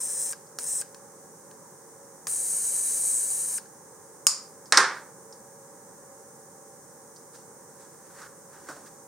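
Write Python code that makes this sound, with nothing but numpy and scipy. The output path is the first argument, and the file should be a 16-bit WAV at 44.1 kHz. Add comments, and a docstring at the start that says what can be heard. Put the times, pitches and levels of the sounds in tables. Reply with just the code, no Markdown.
"""An electric arc lighter, fired three times over a table in a small, quiet room, close to a stereo mic.
The button clicks, and thousands of tiny discharges merge into a hiss that rings in the electrode well.
The metal lid snaps shut, overloading the mic, and the lighter is put down on the table in two clacks.
A few faint ticks, scrapes and knocks follow over the steady noise of a fan."""
import sys
import numpy as np
from scipy import signal
from scipy.fft import rfft, irfft, next_fast_len
from scipy.io import wavfile
from scipy.ndimage import uniform_filter1d, map_coordinates

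SR = 44100
rng = np.random.default_rng(int(sys.argv[2]) if len(sys.argv) > 2 else 0)


def dump_mix(stems):
    """Bounce the given channels to the path in sys.argv[1] as a 16-bit WAV at rate SR."""
    frames = np.atleast_2d(stems).T  # one column per channel
    limited = np.clip(frames, -1, 1)  # hard clip at full scale
    pcm = np.round(limited * 32767).astype(np.int16)
    wavfile.write(sys.argv[1], SR, pcm)


N = 399987
TIME = np.arange(N) / SR
AGE = np.arange(SR * 3 // 4) / SR  # seconds since a contact

# how alike the two sides of the mic hear the room, and the noise floor: freq_hz, likeness
ROOM_LIKENESS = [(300, 0.95), (1800, 1), (5000, 0.66), (10000, .2)]
FLOOR_LIKENESS = [(60, -0.089), (140, 0.9), (320, 0.72), (750, 0.84), (1750, 0.42), (4080, 0.21),
                  (9480, -0.074)]
# spectrum of the arc with the lighter raised: freq_hz, level_db
RAISED_ARC_SPECTRUM = [(60, -50), (500, -36.5), (1900, -28.5), (2600, -34.5), (3000, -34.5), (3400, -39.5),
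                       (4300, -24), (5100, -26.5), (6300, -11), (7400, -9.5), (8400, -0.5), (9350, -1),
                       (10300, -13), (13400, -19), (15800, -35)]
# the button is let go and the arc breaks: start_s, spark_db, stop_db, knock_db, travel_s
BUTTON_RELEASES = [(0.3247, -18, -33, 2, .0065), (.814, -16, -33.5, -2, .0055),
                   (3.5808, -19, -33, -6, .0028)]


def amp(db):
    return 10 ** (np.asarray(db) / 20)


def pan(db):
    """Gains of the two sides, with the left louder by db."""
    return amp([[db / 2], [-db / 2]])


def fade(t, t60):
    """Exponential decay that loses 60 dB in t60."""
    return np.exp(-np.log(1000) * t / t60)


def bell(centre_s, width_s):
    """A smooth rise to 1 and fall around one moment."""
    return np.exp(-((TIME - centre_s) / width_s) ** 2)


def wobble(rate):
    """A smooth random curve, rate knots a second."""
    return map_coordinates(rng.standard_normal(int(N * rate / SR) + 4), [TIME * rate])


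def along(points, hz):
    """Read (freq_hz, value) points on a log frequency axis."""
    freqs, values = np.transpose(points)
    return np.interp(np.log(hz + 1), np.log(freqs + 1), values)


def add(track, start_s, sound):
    """Mix a sound into the track."""
    start = max(round(start_s * SR), 0)
    track[:, start:start + sound.shape[-1]] += sound[..., :N - start]


def filtered(x, response):
    """Pass x through a complex frequency response."""
    n = x.shape[-1]
    size = next_fast_len(n + SR // 10, True)
    return irfft(rfft(x, size) * response(np.fft.rfftfreq(size, 1 / SR)), size)[..., :n]


def body(spectrum, size=2048):
    """Minimum-phase impulse response of energy 1 with the given spectrum."""
    cepstrum = irfft(np.log(amp(along(spectrum, np.fft.rfftfreq(size, 1 / SR)))))
    cepstrum[1:size // 2] *= 2
    cepstrum[size // 2 + 1:] = 0
    impulse = irfft(np.exp(rfft(cepstrum)))
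    return impulse / np.linalg.norm(impulse)


def coloured(x, spectrum):
    """Stereo x sounded through a body."""
    return signal.oaconvolve(x, body(spectrum)[None], axes=1)[:, :x.shape[1]]


def diffuse(n, likeness):
    """White stereo noise with the given likeness of its sides."""
    angle = lambda hz: np.arccos(np.clip(along(likeness, hz), -1, 1)) / 2
    shares = lambda hz: np.array([np.cos(angle(hz)), np.sin(angle(hz))])
    mid, side = filtered(rng.standard_normal((2, n)), shares)
    return np.array([mid + side, mid - side])


def room_tail(size=256):
    """A fresh reverberation tail of the small room; the treble dies first."""
    room_decay = [(200, 0.41), (1300, 0.39), (3500, .33), (5500, 0.31), (10000, 0.23), (15000, .17)]  # reverberation time: freq_hz, t60_s
    hz, t, bands = signal.stft(diffuse(len(AGE), ROOM_LIKENESS), SR, nperseg=size)
    bands = bands * fade(t, along(room_decay, hz)[:, None])
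    tail = signal.istft(bands, SR, nperseg=size)[1][:, :len(AGE)]
    return tail * (1 - fade(AGE, 0.011))


def blow(spectrum, t60, room_db):
    """A short burst of contact chatter and its reverberation, in the colour of the struck body."""
    contact = rng.standard_normal(len(AGE)) * fade(AGE, t60)
    return coloured(contact + amp(room_db) * room_tail(), spectrum)


def ring(modes, spread_cycles=0.052):
    """Decaying modes at new strengths each time; each reaches the two mic ports a little out of step."""
    hz, db, t60 = np.transpose(modes)[:, :, None]
    strength = amp(db - db.max() + rng.normal(0, 1.8, hz.shape))
    phase = rng.random(hz.shape) + spread_cycles * rng.standard_normal((2, *hz.shape))
    partials = strength * fade(AGE, t60) * np.sin(2 * np.pi * (hz * AGE + phase))
    return partials.sum(axis=1) * (1 - fade(AGE, 0.0088))


def fan():
    """Room tone: a fan's rush with a few wavering tones that swell once."""
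    rush_spectrum = [(25, -26), (70, -13.5), (150, 2), (300, -1.5), (430, 2), (560, 3), (680, -13.5),
                     (770, -1.5), (1030, -2), (1200, -7), (1700, -11), (2100, -17.5), (2700, -35),
                     (4000, -42)]  # moving air: freq_hz, level_db
    fan_tones = [(455, -61), (553, -60), (785, -66), (1665, -72.5)]  # the fan's hum: pitch_hz, level_db
    rush = amp(-53) * coloured(diffuse(N, FLOOR_LIKENESS), rush_spectrum) * amp(0.43 * wobble(4.6))
    tones = sum(amp(db + 1.626 * wobble(7)) * np.sin(2 * np.pi * hz * TIME + 1.6 * wobble(22))
                for hz, db in fan_tones)
    swell = amp(2.5 * bell(centre_s=6, width_s=1.423))
    return (rush + tones * swell) * pan(-2)


def mic_hiss():
    """The microphone's own steady hiss."""
    hiss_spectrum = [(2000, -30), (3200, -28), (4500, -21.5), (5500, -9.5), (6400, -3), (7500, -6.5),
                     (8900, -1), (9600, -5), (10400, -14.5), (15800, -14.5)]  # self-noise: freq_hz, level_db
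    return amp(-52.5) * coloured(diffuse(N, FLOOR_LIKENESS), hiss_spectrum) * pan(-1.43)


def discharge(raised, sparks_per_s=20000, echo_db=-13):
    """Tiny irregular discharges merge into a hiss, returned at rms 1."""
    low_arc_spectrum = [(60, -49), (500, -30.5), (1900, -27.5), (2500, -34.5), (3500, -34.5), (4150, -27),
                        (4750, -36), (5200, -16), (6200, -12), (7200, -11), (8400, -1), (9300, -2.5),
                        (10600, -23), (12700, -17.5), (15800, -29)]  # the arc with the lighter held low: freq_hz, level_db
    table_echo = [.001163, .001266]  # delay of the bounce off the table: held_low_s, raised_s
    spectrum = RAISED_ARC_SPECTRUM if raised else low_arc_spectrum
    sparks = (rng.random(N) < sparks_per_s / SR) * rng.uniform(0.77, 1, N)
    hiss = signal.oaconvolve(sparks - sparks.mean(), body(spectrum))[:N]
    # the echo combs the hiss; its hollow colour shifts as the hand sways
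    delay_s = table_echo[raised] * (1 + 0.006 * wobble(4))
    combed = hiss + amp(echo_db) * map_coordinates(hiss, [(TIME - delay_s) * SR])
    return combed / np.sqrt(np.mean(combed ** 2) + 1e-20)


def arc_burst(on_s, off_s, db, catch_s, well_db, flare_s, raised, well_hz=8050, width_hz=900):
    """The arc sputters until it catches, swells toward its middle and rings in the electrode well."""
    hiss = discharge(raised)
    length_s = off_s - on_s
    from_middle = np.clip(2 * (TIME - on_s) / length_s - 1, -1, 1)
    swell_db = -2 * length_s * from_middle ** 2
    # until it catches, the arc is weaker, rings less and sputters more
    catching = np.clip((on_s + catch_s - TIME) / 0.004, 0, 1)
    flare_db = 6 * bell(flare_s, 0.072 * length_s)  # the arc passes the centre of the well
    ring_db = well_db + swell_db + flare_db - 6.5 * catching
    ring_db += 1.5 * wobble(23)  # ring and level drift as the arc wanders
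    well = lambda hz: 1j * hz * width_hz / (well_hz ** 2 - hz * hz + 1j * hz * width_hz)
    hiss = hiss + (amp(ring_db) - 1) * filtered(hiss, well)
    depth_db = 0.7 + 3 * catching
    sputter_db = depth_db * wobble(450) - depth_db ** 2 * np.log(10) / 20  # mean power stays level
    lit = uniform_filter1d(1.0 * ((TIME > on_s) & (TIME < off_s)), size=88)
    return hiss * lit * amp(db + swell_db - 2 * catching + sputter_db + 0.5 * wobble(25))


def arc():
    """Three bursts of hiss; each breaks off with one spark."""
    # the arc burns: on_s, off_s, level_db, catch_s, well_db, flare_s, raised (0 or 1)
    bursts = [(.002, 0.323, -30.5, 0.0072, -1.6, 0.21, 0), (0.587, 0.817, -31.5, 0.078, 2.2, .765, 0),
              (2.272, 3.58, -27, .012, -0.82, 3.13, 1)]
    source = sum(arc_burst(*burst) for burst in bursts)[None]
    spark = body(RAISED_ARC_SPECTRUM)
    for start_s, spark_db, *_ in BUTTON_RELEASES:
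        add(source, start_s, amp(spark_db) * spark / np.abs(spark).max())
    return arc_at_mic(source)


def arc_at_mic(source):
    """So close, the arc reaches the two mic ports differently; nearby things echo it, then the walls."""
    port_phase = [(5800, 0), (7700, -0.45), (10000, -1.17), (12400, -2), (14500, -1)]  # phase between the ports: freq_hz, left_lead_rad
    port_balance = [(5000, 0), (7500, 1.5), (8800, 3), (10500, 1.5), (12800, -5), (15500, -14)]  # level between the ports: freq_hz, left_minus_right_db
    left = lambda hz: amp(along(port_balance, hz) / 2) * np.exp(0.5j * along(port_phase, hz))
    direct = filtered(source, lambda hz: np.array([left(hz), 1 / left(hz)]))
    near, walls = room_tail() * fade(AGE, 0.069), room_tail()
    echoes = amp(-9) * near / np.linalg.norm(near[0]) + amp(-16.5) * walls / np.linalg.norm(walls[0])
    return direct + signal.oaconvolve(source, echoes, axes=1)[:, :N]


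def case_click(knock_db, ping_db):
    """One contact on the lighter: a click, the knock of the hollow case and the ping of its spring."""
    case_spectrum = [(300, -22), (800, -11), (1500, -3), (2100, -12), (2600, -11.5), (3500, -15.5),
                     (4300, -7.5), (5200, -3), (6200, -5), (7000, -2), (7700, -10), (9500, -3.5),
                     (10700, -27), (15800, -15)]  # the click: freq_hz, level_db
    case_modes = [(1200, -5, 0.0067), (1610, 1, 0.037), (1710, -6, 0.018)]  # hollow case: pitch_hz, level_db, t60_s
    spring_modes = [(5070, 10, 0.055), (5400, 0, 0.027)]  # spring: pitch_hz, level_db, t60_s
    click = blow(case_spectrum, t60=0.018, room_db=-20.5)
    return click + amp(knock_db) * ring(case_modes) + amp(ping_db) * ring(spring_modes)


def button(unlatch_db=-34):
    """Under the thumb the button clicks dryly; let go, it springs against its stop and the case rings."""
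    presses = [(0.5869, -25, -34, .0019), (2.269, -30, -23, 0.001034)]  # it goes down in two contacts: start_s, first_db, second_db, gap_s
    finger_taps = [(.946, -39, -22), (1.512, -45, -2), (3.657, -51.5, 8.5)]  # fingers tap the case: start_s, level_db, knock_db
    out = np.zeros((2, N))
    for start_s, first_db, second_db, gap_s in presses:
        add(out, start_s, amp(first_db) * case_click(knock_db=-18, ping_db=-25))
        add(out, start_s + gap_s, amp(second_db) * case_click(knock_db=-31, ping_db=-11))
    for start_s, _, stop_db, knock_db, travel_s in BUTTON_RELEASES:
        add(out, start_s, amp(unlatch_db) * case_click(knock_db=-10, ping_db=-23))
        add(out, start_s + travel_s, amp(stop_db) * case_click(knock_db, ping_db=-10.5))
    for start_s, db, knock_db in finger_taps:
        add(out, start_s, amp(db) * case_click(knock_db, ping_db=-24))
    return out * pan(0.42)


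def ticks():
    """Small things on the table are touched and give faint, bright ticks."""
    touches = [(.469, -56), (4.657, -45.5), (5.325, -45.5), (7.161, -47)]  # light contacts: start_s, level_db
    tick_spectrum = [(2500, -31.5), (4300, -10), (5000, 1.5), (6000, -1), (8000, -17.5), (15000, -34.5)]  # the thing touched: freq_hz, level_db
    out = np.zeros((2, N))
    for start_s, db in touches:
        add(out, start_s, amp(db) * blow(tick_spectrum, t60=0.05, room_db=-12))
    return out


def lid():
    """The sprung lid snaps shut, overloading the mic: a hard click, a bright crack, a thin shell ring."""
    snaps = [(4.2683, 0)]  # the lid closes: start_s, level_db
    crack_spectrum = [(150, -37.5), (600, -29.5), (1150, -11.5), (1700, -23.5), (2600, -22.5),
                      (3400, -25.5), (4400, -13), (4900, 0.5), (5400, -2), (6100, -11.5), (6900, 2.5),
                      (7800, -6.5), (9300, -2), (10300, -20), (13500, -19.5), (15800, -34.5)]  # the lid's impact: freq_hz, level_db
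    shell_modes = [(1130, -8.5, 0.41), (1280, -6, 0.35), (4870, -11, .45), (4963, -4.5, .45),
                   (5194, -1, .4), (5469, -3, 0.27), (6660, -1, 0.29), (6930, 3, .27), (8721, 8, .26),
                   (9310, 0.5, .27)]  # metal shell: pitch_hz, level_db, t60_s
    # the snap's hard click near 2.85 kHz, with the low thump of the overloaded mic: freq_hz, level_db
    overload_click_spectrum = [(120, -13), (1100, -10), (2000, -13), (2850, 5), (3500, -8), (4500, -23),
                               (9000, -47)]
    out = np.zeros((2, N))
    for start_s, db in snaps:
        crack = blow(crack_spectrum, t60=0.021, room_db=-14.5)
        add(out, start_s, amp(db) * (crack + amp(-30) * ring(shell_modes)))
        add(out, start_s, amp(db + 1.5) * body(overload_click_spectrum))
    return out * pan(-0.3)


def set_down():
    """One edge of the lighter lands, then it falls flat: hard metal over the ring of the table top."""
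    clacks = [(4.7231, -12, 1.5), (4.773, -7, 5), (4.7755, -11, 1)]  # the lighter meets the table: start_s, level_db, ring_db
    wood_spectrum = [(50, -52.5), (130, -26.5), (300, -19.5), (380, -13), (500, -9), (640, -13.5),
                     (900, -4), (1280, -2.5), (1760, -0.5), (2800, -18), (4000, -13.5), (5500, -9),
                     (7500, -15), (9000, -12), (10500, -29), (15500, -42)]  # struck wood: freq_hz, level_db
    table_modes = [(383, -10, 0.45), (510, -5, 0.37), (886, -4, 0.48), (958, -3.5, 0.38),
                   (1086, -2.5, 0.25), (1180, -1.5, .32), (1247, -1, 0.32), (1290, 0.5, 0.28),
                   (1416, -1.5, 0.42), (1555, -1.5, 0.25), (1596, 3, .28), (1710, -3, .35), (1823, 2, 0.29),
                   (1912, -1, .32), (2202, -15, 0.397), (5481, -4.5, .2), (5686, -4.5, 0.18)]  # table top: pitch_hz, level_db, t60_s
    metal_spectrum = [(1500, -23), (3000, -18.5), (4200, 1), (5700, 3.5), (6500, -4.5), (8800, -3.5),
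                      (10300, -19.5), (15500, -30)]  # metal contact: freq_hz, level_db
    out = np.zeros((2, N))
    for start_s, db, ring_db in clacks:
        wood = blow(wood_spectrum, t60=0.043, room_db=-4) + amp(ring_db - 17.5) * ring(table_modes)
        metal = amp(3.5) * blow(metal_spectrum, t60=0.031, room_db=-23)
        add(out, start_s, amp(db) * (wood + metal))
    return out * pan(-2.05)


def slides(range_db=20.5):
    """Small things are pushed about: uneven friction scratches and makes the table top drone."""
    pushes = [(7.35, -59, -51.5, .025, 0.12), (7.81, -63.5, -60.5, 0.13, .3), (8.22, -48, -52.5, 0.2, .13),
              (8.54, -54.5, -62, 0.045, 0.084), (8.72, -50.5, -51.5, 0.16, 0.19),
              (8.87, -62, -58, .04, 0.088)]  # each speeds up, then stops: peak_s, drone_db, scratch_db, rise_s, fall_s
    drone_spectrum = [(500, -19), (1000, -3), (1700, 0.5), (2400, -16), (3300, -20.5), (6000, -23)]  # rubbed table top: freq_hz, level_db
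    scratch_spectrum = [(1000, -11), (3000, -11), (5500, 2.5), (9000, 1), (11000, -14)]  # surface friction: freq_hz, level_db
    drone, scratch = np.zeros((2, N))
    for peak_s, drone_db, scratch_db, rise_s, fall_s in pushes:
        drop_db = range_db * np.maximum((peak_s - TIME) / rise_s, (TIME - peak_s) / fall_s)
        drone += amp(drone_db - drop_db)
        scratch += amp(scratch_db - drop_db)
    friction = lambda spectrum: coloured(diffuse(N, ROOM_LIKENESS), spectrum)
    rubbing = drone * friction(drone_spectrum) + scratch * friction(scratch_spectrum)
    return rubbing * amp(2.3 * wobble(56))


def knocks():
    """Soft knocks and scuffs on the table, each with a low thud under it."""
    bumps = [(8.215, -42.5, -24), (8.686, -36, -3.5), (8.697, -51, 3), (8.762, -57, 11)]  # soft contacts: start_s, level_db, thud_db
    knock_spectrum = [(600, -29.5), (1000, 1), (1500, 10), (2400, -14), (3500, -18), (5500, -5.5),
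                      (9000, -8.5), (11000, -29)]  # the thing knocked: freq_hz, level_db
    thud_spectrum = [(120, -28), (300, 2.5), (550, -1), (900, -1.5), (2000, -26)]  # the low thud: freq_hz, level_db
    soft_onset = 1 - fade(AGE, 0.0089)
    out = np.zeros((2, N))
    for start_s, db, thud_db in bumps:
        knock = blow(knock_spectrum, t60=0.15, room_db=-13.5)
        thud = amp(thud_db) * blow(thud_spectrum, t60=0.097, room_db=-6.5)
        add(out, start_s, amp(db) * (knock + thud) * soft_onset)
    return out


def limiter(x, ceiling_db=-2, deepest_db=5.5, recovery_db_per_s=30, attack_samples=20):
    """Peaks over the ceiling pull the gain down a moment late; it recovers steadily."""
    peak_db = 20 * np.log10(np.abs(x).max(axis=0) + 1e-9)
    excess_db = np.clip(peak_db - ceiling_db, 0, deepest_db)
    recovery_db = recovery_db_per_s * TIME
    held_db = np.maximum.accumulate(excess_db + recovery_db) - recovery_db
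    return x * amp(-signal.lfilter(np.ones(attack_samples) / attack_samples, 1, held_db))


def scene():
    """The lighter close up, small handling noises a little to the right, room tone behind."""
    lighter = arc() + button() + lid() + set_down()
    handling = (slides() + ticks() + knocks()) * pan(-1.5)
    return lighter + handling + fan() + mic_hiss()


def record(dry, top_hz=15850):
    """The loudest hits duck the gain and clip at full scale; the treble is cut steeply at top_hz."""
    clipped = np.clip(limiter(dry), -1, 1)
    return filtered(clipped, lambda hz: 1 / np.sqrt(1 + (hz / top_hz) ** 400))


dry = scene()
out = record(dry)
dump_mix(out)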